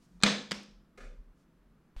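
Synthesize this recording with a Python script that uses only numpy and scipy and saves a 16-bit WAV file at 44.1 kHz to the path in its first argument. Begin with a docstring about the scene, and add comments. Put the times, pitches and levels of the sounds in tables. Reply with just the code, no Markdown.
"""Over quiet room air and faint swishes, a low hum swells and a thrown playing card ticks on its edge,
then smacks onto a glass table close to the microphone (0.23 s). The card cracks, the glass top rings low
and a small live room answers. The card drops flat (0.52 s) and gives one last thin tick. Across the room
the thrower's hands come down with a soft slap (1 s); a deep rumble follows, and a low thump comes at
the very end."""
import sys
import numpy as np
from scipy import signal
from scipy.fft import rfft, irfft
from scipy.io import wavfile

SR = 44100
rng = np.random.default_rng(int(sys.argv[2]) if len(sys.argv) > 2 else 0)


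def int16_out(signal):
    """Quantize to a 16-bit WAV file."""
    q = np.round(np.clip(np.atleast_2d(signal).T, -1, 1) * 32767)
    wavfile.write(sys.argv[1], SR, q.astype(np.int16))


N = 88200
T = np.arange(N) / SR
FREQS = np.maximum(np.arange(N + 1) * SR / (2 * N), 1)


def undb(db):
    """Decibels to gain."""
    return 10 ** (np.asarray(db) / 20)


def unit(x):
    """Scale to unit energy."""
    return x / np.sqrt(np.sum(x ** 2))


def curve(points, hz=FREQS):
    """Read breakpoints on a log-frequency axis."""
    freqs, values = np.array(points, float).T
    return np.interp(np.log(hz), np.log(freqs), values)


def equalise(x, db):
    """Minimum-phase EQ: nothing rings ahead of an attack."""
    cepstrum = irfft(db * np.log(10) / 20)
    cepstrum[1:N] *= 2
    cepstrum[N + 1:] = 0
    return irfft(rfft(x, 2 * N) * np.exp(rfft(cepstrum)))[:N]


def noise(eq):
    """Steady coloured noise, rms 1."""
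    return unit(equalise(rng.standard_normal(N), curve(eq))) * np.sqrt(N)


def decay(t60):
    """Exponential decay, 60 dB in t60 seconds."""
    return np.exp(-np.log(1000) * T / t60)


def attack(rise_s):
    """Onset easing up to full level."""
    return 1 - np.exp(-T / rise_s)


def swell(centre, half):
    """Bell-shaped rise and fall."""
    return np.exp(-((T - centre) / half) ** 2)


def at(x, start):
    """Cue a sound at its start time."""
    return np.concatenate([np.zeros(int(start * SR)), x])[:N]


def burst(t60, rise_s):
    """A short spray of micro-contacts, unit energy."""
    return unit(rng.choice([-1, 1], N) * decay(t60) * attack(rise_s))


# room tone EQ: f/Hz, level/dB
AIR_EQ = [(25, -6), (45, -3), (80, -10.5), (108, -15), (150, -2), (215, -3), (320, -11), (450, -16),
          (800, -23), (1250, -21.5), (2500, -32.5), (6400, -43), (9500, -47.5), (11000, -43),
          (15500, -52.5)]

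def room_air():
    """A quiet, bass-heavy noise bed."""
    return undb(-65.5) * noise(AIR_EQ)


# swish cues: t/s, half length/s, level/dB
SWISHES = [(0.039, 0.024, -78), (0.106, 0.23, -81), (1.405, 0.042, -82)]
# swish EQ: f/Hz, level/dB
SWISH_EQ = [(500, -13.5), (2000, -5.5), (5500, 0), (9000, -5.5), (14000, -16.5)]

def swishes():
    """Cloth and card rustle in faint swells of bright noise."""
    return noise(SWISH_EQ) * sum(undb(db) * swell(t, half) for t, half, db in SWISHES)


# sub-bass swells: t/s, half length/s, f/Hz, level/dB
RUMBLES = [(0.173, 0.05, 45.4, -57), (0.251, 0.012, 32.2, -41.5), (0.569, 0.024, 53.5, -57),
           (0.769, 0.065, 38.94, -54), (1.079, 0.07, 31.72, -41.5), (1.199, 0.021, 34.6, -41),
           (1.287, 0.044, 34, -50.5), (1.661, .15, 43.8, -63.5)]

def rumble():
    """Almost pure swells of deep bass, and a low hum just before the card lands."""
    hum = (.17, .045, 178, -53)  # same columns
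    return sum(undb(db) * swell(t, half) * np.sin(2 * np.pi * hz * (T - t))
               for t, half, hz, db in RUMBLES + [hum])


# EQ of the thump's tick and hiss: f/Hz, level/dB
THUMP_EQ = [(240, -40.5), (400, -7.5), (625, -2), (1070, -2), (1940, -6), (2980, -3), (14000, -24)]

def thump(start_s=1.965, sub_hz=31.2):
    """A tick on top of a sub-bass wobble, with a little hiss."""
    tick = unit(equalise(decay(.0021), curve(THUMP_EQ)))
    wobble = -decay(.25) * np.sin(2 * np.pi * sub_hz * T)
    hiss = noise(THUMP_EQ)
    return at(undb(-32.5) * (tick + wobble) + undb(-62) * hiss, start_s)


# reverb time of the room: f/Hz, t60/s
ROOM_T60 = [(150, .6), (500, .48), (1500, 0.39), (4000, .46), (8000, .41), (14000, 0.2)]

def room_reverb(early_gain=.48, wall_lag_s=.027, rise_s=.001):
    """Diffuse impulse response: weak early reflections, then the walls; the treble dies first."""
    spectrum = rfft(rng.standard_normal(2 * N))
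    octave = np.clip(np.log2(FREQS / 125), 0, 7)
    tail = 0
    for k in range(8):
        band = irfft(spectrum * np.maximum(1 - abs(octave - k), 0))[:N]
        tail += band * decay(curve(ROOM_T60, 125 * 2 ** k))
    walls = .5 + .5 * np.tanh((T - wall_lag_s) / rise_s)
    return unit(tail * (early_gain + (1 - early_gain) * walls) * attack(rise_s))


# hand slap cues: t/s, level/dB, t60/s
SLAPS = [(.9745, -26, 0.069), (.980, -26.5, 0.094), (1.004, -28, 0.064)]
# slap EQ: f/Hz, level/dB
SLAP_EQ = [(120, -6), (200, 3.5), (330, -4), (430, 4.5), (560, 0.5), (900, -11.5), (1120, -13), (1320, 1.5),
           (1600, -5), (1900, -4.5), (2700, -11.5), (3800, -19.5), (5500, -17.5), (8000, -22.5),
           (11000, -32), (14000, -41)]

def hands(send_db=1.5):
    """Dull, distant slaps, heard mostly through the room."""
    direct = 0
    for start, db, t60 in SLAPS:
        slap = unit(equalise(burst(t60, rise_s=.002), curve(SLAP_EQ)))
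        direct += undb(db) * at(slap, start)
    return direct + undb(send_db) * signal.fftconvolve(direct, room_reverb())[:N]


# reverb EQ for an edge-on contact: f/Hz, level/dB
EDGE_ECHO_EQ = [(90, -35), (160, -3), (220, 2), (400, -6), (490, 0), (620, -4.5), (800, -6.5), (1300, -3),
                (2400, -2.5), (2900, -4.5), (3900, -1.5), (4700, -4.5), (6500, -10), (8500, -16.5),
                (9600, -29.5), (12000, -32.5), (15000, -43.5)]
# reverb EQ for a face-down contact: f/Hz, level/dB
FLAT_ECHO_EQ = [(100, -21.5), (160, 4), (300, 3.5), (500, 5.5), (700, -3.5), (1000, -1.5), (2000, -2.5),
                (3000, -2), (4200, -8.5), (5300, -0.5), (6500, -13), (8500, -20), (10000, -25),
                (13000, -31.5), (15000, -46.5)]
# the card's resonances in the room: f/Hz, width/Hz, level/dB
ECHO_PEAKS = [(1736, 110, 5), (2255, 57, 4), (2425, 50, 5), (3360, 100, 2.5), (3525, 90, 7), (3981, 110, 4),
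              (5070, 100, 2.5), (5780, 300, -5), (6200, 150, 8)]

def card_echo(flat, tilt_db):
    """The room answers a contact; the card's resonances colour it most when it hits edge-on."""
    peaks_db = sum(db / (1 + (2 * (FREQS - hz) / width) ** 2) for hz, width, db in ECHO_PEAKS)
    eq_db = (1 - flat) * (curve(EDGE_ECHO_EQ) + peaks_db) + flat * curve(FLAT_ECHO_EQ)
    return unit(equalise(room_reverb(), eq_db + tilt_db))


def ring(modes):
    """Struck modes, each dying at its own rate."""
    return sum(undb(db) * decay(t60) * np.sin(2 * np.pi * hz * T) for hz, t60, db in modes)


# modes of the glass top: f/Hz, t60/s, level/dB
GLASS_MODES = [(150, .6, -44), (175, .5, -40), (196, .06, -21), (204, .42, -23.5), (205, .95, -37),
               (245, .1, -26), (304, .5, -42), (415, .35, -47), (484, .65, -42), (551, .45, -47),
               (592, .35, -48)]

def glass_ring():
    """Pushed by the card, the table top rings low and long."""
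    return ring(GLASS_MODES) * attack(.002)


# modes of the card: f/Hz, t60/s, level/dB
CARD_MODES = [(1406, 0.035, -26.5), (1861.6, 0.033, -28.5), (2445, 0.063, -23.5), (3303, .03, -26.5),
              (3580, .04, -20.5), (4060, .022, -17.5), (5524, .025, -27.5), (6450, .02, -26.5)]

def card_ring(flat, rise_s=.0004, flat_mute_db=-12):
    """The card rings high and short, and hardly at all when lying flat."""
    onset = 1 - np.exp(-(T / rise_s) ** 2)
    return undb(flat * flat_mute_db) * ring(CARD_MODES) * onset


# crack EQ, edge-on: f/Hz, level/dB
EDGE_CRACK_EQ = [(60, -22.5), (120, -26.5), (200, -14.5), (300, -11.5), (800, -10), (1500, -2),
                 (2900, -11.5), (4000, 2), (5800, -11.5), (6500, -8), (8200, -7.5), (9100, -22),
                 (10000, -19.5), (12500, -35), (15500, -48.5)]
# crack EQ, face-down: f/Hz, level/dB
FLAT_CRACK_EQ = [(100, -20.5), (180, 5), (350, 2), (900, -4), (1300, -1), (1950, 2.5), (2500, -6),
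                 (3300, 1), (4200, -13), (4800, -2.5), (6300, -10.5), (8000, -16), (9500, -26.5),
                 (12000, -32.5), (15500, -48.5)]

def card_crack(t60, flat, tilt_db, crossover_hz=2800, rise_s=.00077):
    """The transient of card on glass: two bands of micro-contacts, the treble dying before the body."""
    body = rfft(burst(1.15 * t60, rise_s), 2 * N)
    treble = rfft(burst(.65 * t60, rise_s), 2 * N)
    low_share = 1 / (1 + (FREQS / crossover_hz) ** 4)
    snap = irfft(body * np.sqrt(low_share) + treble * np.sqrt(1 - low_share))[:N]
    eq_db = (1 - flat) * curve(EDGE_CRACK_EQ) + flat * curve(FLAT_CRACK_EQ)
    return unit(equalise(snap, eq_db + tilt_db))


# card hits on the glass: t/s, level/dB, tilt/(dB per octave), base crack t60/s,
# push on the glass/dB, reverb send/dB, flatness (0 on its edge, 1 on its face)
CONTACTS = [(.2030, -44.5, -7, 0.012, -11, -1, 0), (0.2134, -36, -6, 0.028, -10, -28, 0),
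            (.2245, -23, -2, .016, -7.5, -3, 0), (0.2344, 1.5, -1, 0.023, -2, 2.5, 0),
            (0.5105, -17.5, 0, 0.014, -13.5, -0.5, 0.59), (0.5168, -10, 1, 0.022, -11, -8, 0.87),
            (0.5267, -22.5, 1, 0.02, -9, -5, 1), (.6315, -45.5, 13, .022, -7.5, -14, 0.94)]

def card(crack_db=6, reverb_return_db=4, tilt_pivot_hz=3000):
    """Each contact cracks, rings the card and the glass, and sets off the room."""
    glass = glass_ring()
    hits = 0
    for start, db, slope, t60, push_db, send_db, flat in CONTACTS:
        tilt_db = slope * np.log2(np.maximum(FREQS, 500) / tilt_pivot_hz)
        crack = undb(crack_db) * card_crack(t60, flat, tilt_db)
        echo = undb(send_db + reverb_return_db) * card_echo(flat, tilt_db)
        rings = card_ring(flat) + undb(push_db) * glass
        hits += undb(db) * at(crack + echo + rings, start)
    return hits


def scene():
    """Every layer sits in the centre; only a faint, steady hiss is stereo."""
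    centre = card() + hands() + swishes() + rumble() + thump() + room_air()
    faint_hiss = undb(-89.5) * rng.standard_normal((2, N))
    return centre + faint_hiss


# treble pan, left relative to right: f/Hz, level/dB
TREBLE_PAN = [(11500, 0), (13000, -3), (15000, -4)]
# treble width, a side signal 90 degrees out of phase: f/Hz, level/dB
TREBLE_WIDTH = [(3000, -70), (5000, -42), (8000, -32), (10500, -26), (12500, -10), (15000, -6)]

def record(dry, high_cut_hz=15800):
    """The highest treble leans right and spreads; a steep high cut follows."""
    sides = np.array([[1], [-1]])
    pan = undb(sides * curve(TREBLE_PAN) / 2)
    width = 1j * sides * undb(curve(TREBLE_WIDTH))
    stereo = irfft(rfft(dry, 2 * N) * (pan + width))[:, :N]
    high_cut = signal.ellip(8, .2, 70, high_cut_hz, fs=SR, output="sos")
    return signal.sosfilt(high_cut, stereo)


dry = scene()
out = record(dry)
int16_out(out)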